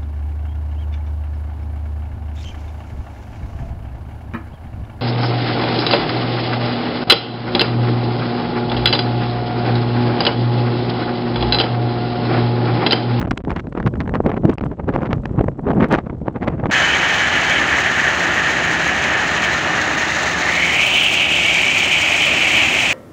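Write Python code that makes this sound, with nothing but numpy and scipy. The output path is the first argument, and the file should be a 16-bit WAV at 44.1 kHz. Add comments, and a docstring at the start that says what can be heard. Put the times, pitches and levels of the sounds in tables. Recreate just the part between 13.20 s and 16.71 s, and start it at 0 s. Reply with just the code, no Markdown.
"""Gusty wind on an open slope beside a creeping lava flow, heard through a bare microphone.
From the start, turbulence makes a low rumble with faint hiss and crackle, and the cooling crust ticks.
Almost at once, eddies break on the microphone as sharp snaps and dull thumps, and it briefly chokes.
The hardest snap, after one second, overloads it; four clearer fractures follow in the crust.
The rumble swells and sinks, and the eddies keep coming to the end."""
import sys
import numpy as np
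from scipy import signal
from scipy.fft import rfft, irfft
from scipy.io import wavfile

SR = 44100
rng = np.random.default_rng(int(sys.argv[2]) if len(sys.argv) > 2 else 0)


def output_pcm(signal):
    """Save a mono or channel-first signal as 16-bit PCM at the path in sys.argv[1].

    Samples are clipped to [-1, 1] before scaling.
    """
    pcm = np.clip(np.atleast_2d(signal).T, -1, 1) * 32767
    wavfile.write(sys.argv[1], SR, np.round(pcm).astype(np.int16))


N = 154791
TIME = np.arange(N) / SR


def from_db(db):
    """Amplitude ratio of a level in decibels."""
    return 10 ** (np.asarray(db) / 20)

def unit_rms(x):
    """Normalisation to an rms of 1."""
    return x / np.sqrt(np.mean(x ** 2) + 1e-20)

def butter(x, hz, kind, order=2):
    """Butterworth filter."""
    return signal.sosfilt(signal.butter(order, hz, kind, fs=SR, output="sos"), x + 1e-18)

def gains(spectrum, hz):
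    """Interpolation of a spectrum on a log-frequency axis."""
    points, db = np.transpose(spectrum)
    return from_db(np.interp(np.log(np.maximum(hz, 1)), np.log(points), db))

def noise(bin_gains, size):
    """Spectral shaping: white noise weighted bin by bin."""
    return irfft(rfft(rng.standard_normal(size)) * bin_gains, size)

def coloured(spectrum):
    """Stationary noise with the given spectrum and an rms of 1."""
    return unit_rms(noise(gains(spectrum, np.fft.rfftfreq(N, 1 / SR)), N))

def flutter(hz):
    """Random modulation: low-passed noise with rounded extremes and a spread of about 1."""
    swing = unit_rms(butter(rng.standard_normal(N + SR), hz, "low")[SR:])
    return 2 * np.tanh(swing / 2)


# Strength of the wind: (time [s], relative level [dB])
WIND_STRENGTH = [(0.01, -18), (0.06, -28), (0.549, -33.5), (0.58, -23.5), (1.219, -26), (1.239, -34),
                 (1.34, -30), (1.442, -20), (1.572, -35.5), (1.95, -22.5), (2.122, -26), (2.209, -21),
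                 (2.249, -26), (2.3, -23.5), (2.35, -37), (2.52, -27), (3.14, -34.5), (3.49, -24.5)]
def wind():
    """Gusting: an amplitude envelope that swells and sinks linearly in decibels."""
    return from_db(np.interp(TIME, *np.transpose(WIND_STRENGTH)))


# Spectrum of the turbulent pressure: (frequency [Hz], relative density [dB])
RUMBLE_SPECTRUM = [(20, -15), (38, -2), (70, 0.5), (140, 0), (280, -7.5), (560, -19), (1100, -36.5),
                   (2000, -56.5), (4000, -83.5)]
def rumble(strength, gain_db=3.5, flutter_db=5):
    """Turbulent pressure fluctuation: lumpy low noise whose amplitude follows the wind."""
    lumps = from_db(flutter_db * flutter(hz=29))
    return from_db(gain_db) * strength * unit_rms(coloured(RUMBLE_SPECTRUM) * lumps)


# Spectrum of the wind's hiss: (frequency [Hz], relative density [dB])
HISS_SPECTRUM = [(300, 5.5), (1500, -2.5), (3000, -2), (5000, -8.5), (7800, -9.5), (9500, -27.5),
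                 (15000, -48)]
def hiss(strength, level_db=-67, exponent=0.4):
    """Broadband flow noise: its amplitude grows as a weak power of the wind's strength."""
    return from_db(level_db) * unit_rms(strength ** exponent * coloured(HISS_SPECTRUM))


RELEASE_HZ = 348   # high-pass corner that makes pops and snaps swing back
def crackle(strength, pops_per_s=150, gain_db=-20, spread_db=8.5, corner_hz=960):
    """Shot noise: tiny dull pops at random instants, louder in stronger wind."""
    onsets = rng.random(N) < pops_per_s / SR
    sizes = from_db(spread_db * np.minimum(rng.exponential(1, N), 2))
    impulses = onsets * sizes * rng.choice([-1, 1], N)
    pops = butter(butter(impulses, corner_hz, "low"), 2 * corner_hz, "low")
    pops *= SR / (2 * corner_hz)   # makes up the height lost in smoothing
    return from_db(gain_db) * strength * butter(pops, RELEASE_HZ, "high", order=1)


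# Spectrum of an eddy before its corner dulls it: (frequency [Hz], relative density [dB])
EDDY_SPECTRUM = [(30, -17), (90, -4), (190, 4), (330, 1), (600, -3), (1200, -2), (2500, -3.5), (4500, -8),
                 (8000, -8), (10500, -32), (15000, -23.5)]
# Eddies at the microphone: (centre time [s], swell and fade scale [s], relative level [dB], corner [Hz])
EDDY_PUFFS = [(0.0169, 0.014, -21.5, 1780), (0.027, 0.0015, -14, 1710), (0.0519, 0.0075, -22.5, 1310),
              (0.0767, 0.0044, -16.5, 1200), (0.1112, 0.0008, -10.5, 3950), (0.1157, 0.0019, -8.5, 1600),
              (0.1754, 0.0018, -17.5, 4530), (0.2505, 0.00047, -26, 1930), (0.281, 0.006, -12.5, 540),
              (0.305, 0.0054, -17, 2380), (0.324, 0.0066, -20.5, 1670), (0.3674, 0.006, -18.5, 2350),
              (0.395, 0.0037, -20.5, 2320), (0.471, 0.0006, -17.5, 1670), (0.5281, 0.00063, -23.5, 1920),
              (0.5528, 0.0019, -15.5, 990), (0.5765, 0.0049, -14.5, 1440), (0.6036, 0.0036, -16.5, 1600),
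              (0.6291, 0.0017, -20.5, 1750), (0.666, 0.003, -13, 1710), (0.6741, 0.0025, -10.5, 2100),
              (0.7398, 0.0013, -13, 810.0), (0.7563, 0.00077, -19.5, 1870.0), (0.805, 0.00058, -11, 2700),
              (0.8195, 0.0028, -15, 800), (0.862, 0.0012, -18, 940), (0.8779, 0.0012, -13.5, 1350),
              (0.8950, 0.00074, -14.5, 1850), (0.9401, 0.00033, -3.5, 1300), (0.947, 0.0016, -14.5, 1920),
              (0.9560, 0.0027, -12.5, 1900), (0.967, 0.0045, -15.5, 960), (1.005, 0.0022, -23.5, 1050),
              (1.0617, 0.0089, -8, 770), (1.098, 0.016, -17, 1300.0), (1.117, 0.00074, -12.5, 1640),
              (1.132, 0.0068, -22, 1063), (1.1422, 0.0014, -10.5, 1000), (1.1742, 0.0042, -13, 1250),
              (1.236, 0.00098, -14, 690), (1.2512, 0.006, -2, 600), (1.2937, 0.0081, -6.5, 580),
              (1.2966, 0.012, -27, 2400.0), (1.328, 0.0046, -20, 1440), (1.3833, 0.0016, -18.5, 2340),
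              (1.4106, 0.0013, -15, 1700), (1.4387, 0.0015, -12, 864), (1.4621, 0.004, -20.5, 1640),
              (1.5194, 0.0073, -21, 1000), (1.5981, 0.0051, -20, 1110), (1.6412, 0.0022, -19, 756),
              (1.6908, 0.0073, -10.5, 1040), (1.749, 0.013, -17.5, 1480), (1.7621, 0.0006, -6.5, 1400),
              (1.787, 0.0055, -17.5, 990), (1.828, 0.012, -15.5, 1180), (1.860, 0.0073, -19.5, 1630),
              (1.8917, 0.00066, -11, 510), (1.9124, 0.0045, -18, 1370), (1.929, 0.0069, -21, 2070),
              (1.971, 0.0043, -15, 350.0), (2.0356, 0.00077, -26, 1230), (2.0567, 0.0012, -13, 2140),
              (2.1941, 0.014, -14, 890), (2.2115, 0.00095, -1, 745), (2.2433, 0.0022, -9.5, 706),
              (2.2842, 0.0021, -9.5, 1110), (2.3928, 0.0042, -17, 675), (2.4903, 0.018, -12, 950),
              (2.5106, 0.0036, -10, 1310), (2.534, 0.0019, -12.5, 1150), (2.5942, 0.026, -10, 680),
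              (2.627, 0.015, -8.5, 1480), (2.708, 0.011, -19.5, 1100), (2.7333, 0.013, -6.5, 1800),
              (2.7845, 0.0078, -15.5, 1650), (2.868, 0.0063, -20, 956), (2.901, 0.0046, -22, 1360),
              (2.9315, 0.0086, -21.5, 560), (3.017, 0.0014, -13.5, 436), (3.0802, 0.014, -19, 1130),
              (3.1624, 0.0088, -17.5, 1100), (3.2316, 0.0086, -15.5, 1480), (3.2782, 0.0031, -11, 2060),
              (3.2808, 0.01, -15.5, 1300.0), (3.302, 0.0027, -20.5, 1120), (3.33, 0.014, -21.5, 910),
              (3.397, 0.01, -21.5, 1100), (3.4399, 0.0061, -17.5, 1170), (3.4583, 0.00086, -6.5, 1310),
              (3.4674, 0.0019, -12.5, 1290), (3.503, 0.0075, -17.5, 1420)]
def eddies(gain_db=-1.5, rolloff=3.547, fade_ratio=1.1, abruptness=1.385):
    """Turbulent puffs: each has a dull body and shorter, spurting treble; faster eddies reach higher."""
    size = 8192
    out = np.zeros(N + 2 * size)
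    offsets = np.arange(size) - size // 2
    hz = np.fft.rfftfreq(size, 1 / SR)
    spurts = flutter(hz=210)
    bright, sharp = (1 - 1 / (1 + (hz / edge_hz) ** 8) for edge_hz in (946, 3530))
    # Body, treble and top: (share of power, flutter depth [dB], duration ratio)
    bands = ((1 - bright, 2.5, 1), (bright * (1 - sharp), 9.5, 0.79), (bright * sharp, 12, 0.79))
    base_power = gains(EDDY_SPECTRUM, hz) ** 2
    age = offsets / SR * fade_ratio ** (-np.sign(offsets) / 2)   # the fade outlasts the swell
    for centre_s, scale_s, db, corner_hz in EDDY_PUFFS:
        at = int(centre_s * SR) + offsets
        power = base_power / (1 + (hz / corner_hz) ** 2) ** rolloff
        for share, depth_db, duration_ratio in bands:
            envelope = np.exp(-.5 * np.abs(age / (scale_s * duration_ratio)) ** abruptness)
            band_noise = noise(np.sqrt(power * share), size)
            puff = unit_rms(band_noise * envelope * from_db(depth_db * spurts[at % N]))
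            band_rms = np.sqrt(np.mean(envelope ** 2) * np.sum(power * share) / np.sum(power))
            out[at + size] += from_db(db + gain_db) * band_rms * puff
    return out[size:size + N]


# Pressure spikes before the high-pass: (time [s], peak level [dB], half-width [s])
PRESSURE_SPIKES = [(.0148, -13, 0.000064), (.1142, -9.5, 0.000075), (.2500, -16, 0.00013),
                   (.4698, -28.5, 0.00015), (.5250, -15, 0.0002), (.8098, -8, 0.00015),
                   (.8145, -14, 0.00013), (.9545, -6, 0.00014), (1.0040, 7, 0.00046),
                   (1.0655, -7.5, 0.00013), (1.2970, -15, 0.00008), (1.4385, -3.5, 0.00025),
                   (1.6901, -20.5, 0.000084), (1.7450, -22.5, 0.00012), (1.8580, -15, 0.00013),
                   (1.8685, -12, 0.00016), (1.9306, 0, .00012), (2.1945, -13.5, 0.00017),
                   (2.4885, -12, 0.00019), (2.7256, -6, 0.000059), (2.7605, -17, 0.000094),
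                   (3.0825, 0, 0.00025), (3.2762, -3, 0.00019), (3.4580, -5, 0.00018)]
def snaps():
    """Pressure transients: steep Lorentzian pulses, high-passed so that they swing back at once."""
    spikes = sum(from_db(db) / (1 + ((TIME - s) / width) ** 2) for s, db, width in PRESSURE_SPIKES)
    return butter(spikes, RELEASE_HZ, "high", order=1)


# Spectrum of a tick in the crust: (frequency [Hz], relative density [dB])
CRUST_SPECTRUM = [(800, -19.5), (2500, -1), (5500, 1), (8500, 1.5), (11000, -18), (15000, -18)]
# The clearer fractures: (time [s], level [dB])
CRUST_FRACTURES = [(1.338, -49), (1.445, -58), (2.239, -55), (2.547, -62)]
def crust(ticks_per_s=22, tick_db=-67, decay_s=0.0041):
    """Acoustic emission: each tiny fracture in the cooling rock is an exponentially decaying fizz."""
    impulses = (rng.random(N) < ticks_per_s / SR) * from_db(tick_db)
    for s, db in CRUST_FRACTURES:
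        impulses[int(s * SR)] += from_db(db)
    envelope = signal.lfilter([1], [1, -np.exp(-1 / (decay_s * SR))], impulses + 1e-18)
    return envelope * coloured(CRUST_SPECTRUM)


# Moments when the microphone chokes: (start time [s], duration [s])
MIC_CHOKES = [(0.062, 0.0098), (0.124, 0.0064), (0.205, 0.0048), (0.22, 0.019), (1.109, 0.0067),
              (1.356, .020), (1.396, 0.013), (2.762, 0.0061)]
def choking(depth_db=-38, edge_s=0.0001):
    """Blocking: the microphone's sensitivity drops for milliseconds at each listed push of wind."""
    shut = sum(np.tanh((TIME - start) / edge_s) - np.tanh((TIME - start - duration) / edge_s)
               for start, duration in MIC_CHOKES) / 2
    return 1 - shut * (1 - from_db(depth_db))


def overload(x, limit=1.2):
    """Saturation: peaks are rounded off near the microphone's limit."""
    return x / (1 + (x / limit) ** 6) ** (1 / 6)


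def scene():
    """Superposition: all sources add at one microphone, with no echo, scaled by its sensitivity."""
    strength = wind()
    air = rumble(strength) + hiss(strength) + crackle(strength) + eddies() + snaps() + crust()
    return (air * choking())[None]


def record(dry, low_hz=26, stopband_hz=15800, fade_s=0.004):
    """Band limiting and saturation: deep bass is lost, peaks round off, the ends fade, the top is cut."""
    to_nearest_end = np.minimum(TIME, TIME[::-1])
    fade = np.sin(np.pi / 2 * np.minimum(to_nearest_end / fade_s, 1)) ** 2
    rounded = overload(butter(dry, low_hz, "high"))
    return signal.sosfilt(signal.cheby2(12, 70, stopband_hz, fs=SR, output="sos"), rounded * fade)


dry = scene()
out = record(dry)
output_pcm(out)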